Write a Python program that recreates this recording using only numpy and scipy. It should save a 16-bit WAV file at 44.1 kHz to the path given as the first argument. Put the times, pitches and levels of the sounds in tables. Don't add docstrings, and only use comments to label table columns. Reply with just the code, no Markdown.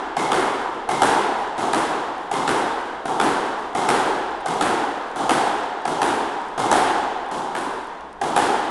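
import sys
import numpy as np
from scipy import signal
from scipy.fft import rfft, irfft
from scipy.io import wavfile

SR = 44100
rng = np.random.default_rng(int(sys.argv[2]) if len(sys.argv) > 2 else 0)


def master(y):
    cut = np.clip(np.atleast_2d(y).T, -1, 1)
    pcm = np.round(cut * 32767)
    wavfile.write(sys.argv[1], SR, pcm.astype(np.int16))


N = 383669

# start_s, level_db, ball_pitch_hz, direct_db, string_ring_db
RACKET_STROKES = [(-.55, -5, 820, 0, -20), (.1670, 3, 845, 0, 2), (.8895, 3.5, 830, 0, -1),
                  (1.5789, 3, 780, -6, -13), (2.3134, 3, 890, -2, -4), (3.0551, 2, 807, -2.5, -28),
                  (3.7494, 4.5, 795, -2.5, -9), (4.4590, 2, 790, -0.5, -5), (5.1589, 2.5, 794, -4.5, -20),
                  (5.8530, 2.5, 827, 0.5, -14), (6.5780, 4.5, 840, -4.5, -7), (7.3133, -1.5, 930, -2, -13),
                  (8.214, 3, 820, -1, -17)]
# start_s, level_db, ball_pitch_hz, hollow_tone_db
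WALL_SMACKS = [(-.40, 1, 840, 0), (0.3175, 0, 945, -3.5), (1.0191, 1, 842, 2), (1.7324, -1.5, 960, -1),
               (2.4767, -0.5, 930, -3), (3.1990, 0, 916, -1.5), (3.8880, 0.5, 834, -0.5),
               (4.6100, 0, 850, -2.5), (5.2936, 0, 794, 1.5), (6.0170, -2, 910, 0.5), (6.7142, 0.5, 797, 3),
               (7.5501, -7.5, 980, -1), (8.3626, -0.5, 814, 2.5)]
# detour_m, snap_over_tone_db
RACKET_PATHS = [(0, 4.5), (.9, 3.5), (2.9, -25), (8, 19), (9, 20.5)]
# detour_m, snap_over_tone_db
WALL_PATHS = [(0, 4), (.8, 2.5), (3.3, -20), (4.7, 6), (8.2, -3)]
# frequency_hz, density_db
RACKET_SPECTRUM = [(80, -78.5), (110, -63.5), (150, -58.5), (190, -59), (260, -54), (380, -52.5),
                   (590, -59.5), (730, -53.5), (1250, -58), (1800, -70.5), (2500, -76), (3300, -70.5),
                   (4500, -77.5), (10000, -78)]
# frequency_hz, density_db
WALL_SPECTRUM = [(80, -67), (110, -58), (185, -54.5), (270, -46), (400, -45.5), (610, -53), (740, -50.5),
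                 (1250, -52), (1600, -52.5), (2300, -63.5), (3400, -63.5), (4200, -68), (6200, -71),
                 (10000, -67)]
# frequency_hz, t60_s
COURT_DECAY = [(170, 1.07), (300, 1.59), (680, 2.68), (900, 2.75), (1200, 2.31), (3200, 1.95), (5500, 1.38),
               (10000, 0.76)]
# start_s, level_db
FLOOR_TAPS = [(0.727, -24), (1.382, -18.5), (2.199, -24), (2.849, -23), (3.584, -21), (5.061, -25),
              (6.449, -24)]
# frequency_hz, density_db
VENT_SPECTRUM = [(15, -77), (30, -68.5), (42, -82), (58, -68.5), (80, -96), (200, -72.5), (1000, -103),
                 (4000, -104), (11000, -109)]

SOUND_M_PER_S = 343
AGE = np.arange(2 * SR) / SR
CONTACT_AGE = AGE[:SR // 25]
FREQS = np.arange(SR + 1) / 2


def racket(bands, pock_db=-14, knock_db=-31, crack_db=-29.2, hollow_db=6, squashed=0.91):
    out = np.zeros(N)
    paths = first_paths(RACKET_PATHS, distance_m=6.5, level_db=-2.5, slope_db_per_m=-1.4)
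    for start_s, level_db, ball_hz, direct_db, ring_db in RACKET_STROKES:
        tone_db = -1.35 - 0.048 * ring_db
        bright_db = 0.14 * ring_db
        flattened_hz = ball_hz * squashed
        tone = from_db(pock_db + tone_db) * pock(flattened_hz, swell_s=0.0021)
        snap = from_db(crack_db + bright_db) * crack(decay_s=0.0013, low_hz=3000)
        snap += from_db(knock_db) * knock(swell_s=0.0027)
        colour = blow_colour(RACKET_SPECTRUM, ball_hz, hollow_db + tone_db, treble_db=2.8 + bright_db)
        room = wash(colour, bands, start_s=0.0096, build_s=0.038)
        near = from_db(direct_db) * early_sound(paths, tone, snap)
        add(out, from_db(level_db) * (near + room + from_db(ring_db) * string_ring()), start_s)
    return out


def wall(bands, pock_db=-10, knock_db=-16.5, crack_db=-21, click_db=-7, hollow_db=5, squashed=0.905):
    out = np.zeros(N)
    paths = first_paths(WALL_PATHS, distance_m=5.7, level_db=-0.1, slope_db_per_m=0.54)
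    for start_s, level_db, ball_hz, tone_db in WALL_SMACKS:
        bright_db, shell_db = 0.56 * tone_db, -0.32 * tone_db
        direct_db = -1.6 + 0.27 * tone_db
        tone_gain = from_db(pock_db + tone_db)
        tone = tone_gain * pock(ball_hz * squashed, swell_s=0.0018)
        slap = from_db(crack_db) * crack(decay_s=0.00093, low_hz=5200)
        slap += from_db(click_db) * contact_click(low_hz=7100)
        snap = from_db(bright_db) * slap + from_db(knock_db + shell_db) * knock(swell_s=0.0011)
        colour = blow_colour(WALL_SPECTRUM, ball_hz, hollow_db + tone_db, treble_db=bright_db)
        room = wash(colour, bands, start_s=0.00074, build_s=0.032)
        echoes = flutter_echo(tone_gain * pock(ball_hz, swell_s=0.0034))
        hum = court_ring()
        near = from_db(direct_db) * early_sound(paths, tone, snap)
        add(out, from_db(level_db) * (near + room + echoes + hum), start_s)
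    return out


def pock(hz, swell_s):
    return -np.sin(2 * np.pi * hz * CONTACT_AGE) * swell(swell_s)


def knock(swell_s, upper_db=-8):
    shape = swell(swell_s)
    lower = burst(shape, low_hz=1080, high_hz=1690)
    upper = burst(shape, low_hz=2020, high_hz=3800)
    return lower + from_db(upper_db) * upper


def crack(decay_s, low_hz):
    return burst(np.exp(-CONTACT_AGE / decay_s), low_hz, high_hz=13500, order=1)


def contact_click(low_hz):
    highpass = signal.butter(2, low_hz, "high", fs=SR, output="sos")
    return signal.sosfilt(highpass, signal.unit_impulse(len(CONTACT_AGE)))


def string_ring():
    return from_db(-58) * resonance_cluster(hz=2114, octaves=0.052, decay_s=0.24, build_s=0.011)


def swell(peak_s):
    t = CONTACT_AGE / peak_s
    return (t * np.exp(1 - t)) ** 2


def burst(shape, low_hz, high_hz, order=2):
    band = signal.butter(order, [low_hz, high_hz], "band", fs=SR, output="sos")
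    noise = signal.sosfilt(band, rng.standard_normal(len(shape)) * shape)
    return noise * np.sqrt(np.sum(shape ** 2) / np.sum(noise ** 2))


def first_paths(detours, distance_m, level_db, slope_db_per_m):
    detour_m, snap_over_tone_db = np.transpose(detours)
    tone_db = level_db - 20 * np.log10(1 + detour_m / distance_m) + slope_db_per_m * detour_m
    return np.column_stack([detour_m / SOUND_M_PER_S, tone_db, tone_db + snap_over_tone_db])


def early_sound(paths, tone, snap, wander=.02):
    out = np.zeros(len(AGE))
    for delay_s, tone_db, snap_db in paths:
        arrival_s = delay_s * (1 + wander * rng.standard_normal())
        add(out, from_db(tone_db) * tone + from_db(snap_db) * snap, arrival_s)
    return out


def flutter_echo(tone, first_db=-9, step_db=-1.58, spread_db=4, trip_s=.057, count=9):
    out = np.zeros(len(AGE))
    for k, (late, strength) in enumerate(rng.standard_normal((count, 2))):
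        gain = from_db(first_db + k * step_db + spread_db * strength)
        add(out, gain * tone, (k + 2 + 0.0989 * late) * trip_s)
    return out


def wash(colour, bands, start_s, build_s, first_per_s=2500, thicken_s=.05):
    chance = np.minimum(first_per_s * (1 + AGE / thicken_s) ** 2 / SR, 1)
    arrivals = rng.standard_normal(len(AGE)) * (rng.random(len(AGE)) < chance) / np.sqrt(chance)
    spectrum = rfft(arrivals) * colour * np.sqrt(SR / 2)
    swelling = .5 + .5 * np.tanh((AGE - start_s) / build_s)
    return sum(irfft(spectrum * share) * fade for share, fade in bands) * swelling


def blow_colour(table, ball_hz, tone_db, treble_db, ball_octaves=0.18, shelf_hz=2000):
    shelf = FREQS ** 2 / (FREQS ** 2 + shelf_hz ** 2)
    return from_db(at_hz(table, FREQS) + tone_db * bell(ball_hz, ball_octaves) + treble_db * shelf)


def court_bands():
    centres_hz, t60s = np.transpose(COURT_DECAY)
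    shares = [at_hz(np.column_stack([centres_hz, one]), FREQS) for one in np.eye(len(centres_hz))]
    ending = np.minimum(1, 2 * (AGE[-1] - AGE))
    return [(share, np.exp(-np.log(1000) * AGE / t60) * ending) for share, t60 in zip(shares, t60s)]


def court_ring():
    return from_db(-58.5) * resonance_cluster(hz=1000, octaves=0.095, decay_s=0.65, build_s=0.067)


def resonance_cluster(hz, octaves, decay_s, build_s):
    narrow = irfft(rfft(rng.standard_normal(len(AGE))) * bell(hz, octaves)) * np.sqrt(SR / 2)
    rise = 1 - np.exp(-(AGE / build_s) ** 2)
    ending = np.minimum(1, AGE[-1] - AGE)
    return narrow * rise * np.exp(-AGE / decay_s) * ending


def floor_taps(bands, crack_db=-29, thud_db=-10):
    out = np.zeros(N)
    colour = from_db(at_hz(RACKET_SPECTRUM, FREQS) + 5.5)
    for start_s, level_db in FLOOR_TAPS:
        tap = wash(colour, bands, start_s=.005, build_s=0.011)
        add(tap, from_db(crack_db) * crack(decay_s=0.0053, low_hz=1500), 0)
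        add(tap, from_db(thud_db) * pock(hz=820, swell_s=0.0018), 0)
        add(out, from_db(level_db) * tap, start_s)
    return out


def ticks(per_s=9, loudest_db=-39.25, range_db=1):
    out = np.zeros(N)
    for when, softness in rng.random((round(per_s * N / SR), 2)):
        gain = from_db(loudest_db - range_db * softness)
        add(out, gain * crack(decay_s=0.00074, low_hz=3000), when * N / SR)
    return out


def ventilation():
    colour = from_db(at_hz(VENT_SPECTRUM, np.arange(N // 2 + 1) * SR / N))
    return irfft(rfft(rng.standard_normal(N)) * colour, N) * np.sqrt(SR / 2)


def from_db(db):
    return 10 ** (np.asarray(db) / 20)


def at_hz(points, hz):
    knots, values = np.transpose(points)
    return np.interp(np.log(hz + 1e-6), np.log(knots), values)


def bell(centre_hz, octaves):
    return np.exp(-.5 * (np.log2((FREQS + 1e-6) / centre_hz) / octaves) ** 2)


def add(track, sound, start_s):
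    start = round(start_s * SR)
    first, last = max(start, 0), min(start + len(sound), len(track))
    track[first:last] += sound[first - start:last - start]


def scene():
    bands = court_bands()
    return (racket(bands) + wall(bands) + floor_taps(bands) + ventilation() + ticks())[None]


def record(dry, ceiling=.8, rolloff_hz=10550, cutoff_hz=12200):
    rounded = dry / (1 + (dry / ceiling) ** 4) ** .25
    soft = signal.sosfilt(signal.butter(12, rolloff_hz, fs=SR, output="sos"), rounded)
    return signal.sosfilt(signal.ellip(10, .1, 80, cutoff_hz, fs=SR, output="sos"), soft)


dry = scene()
out = record(dry)
master(out)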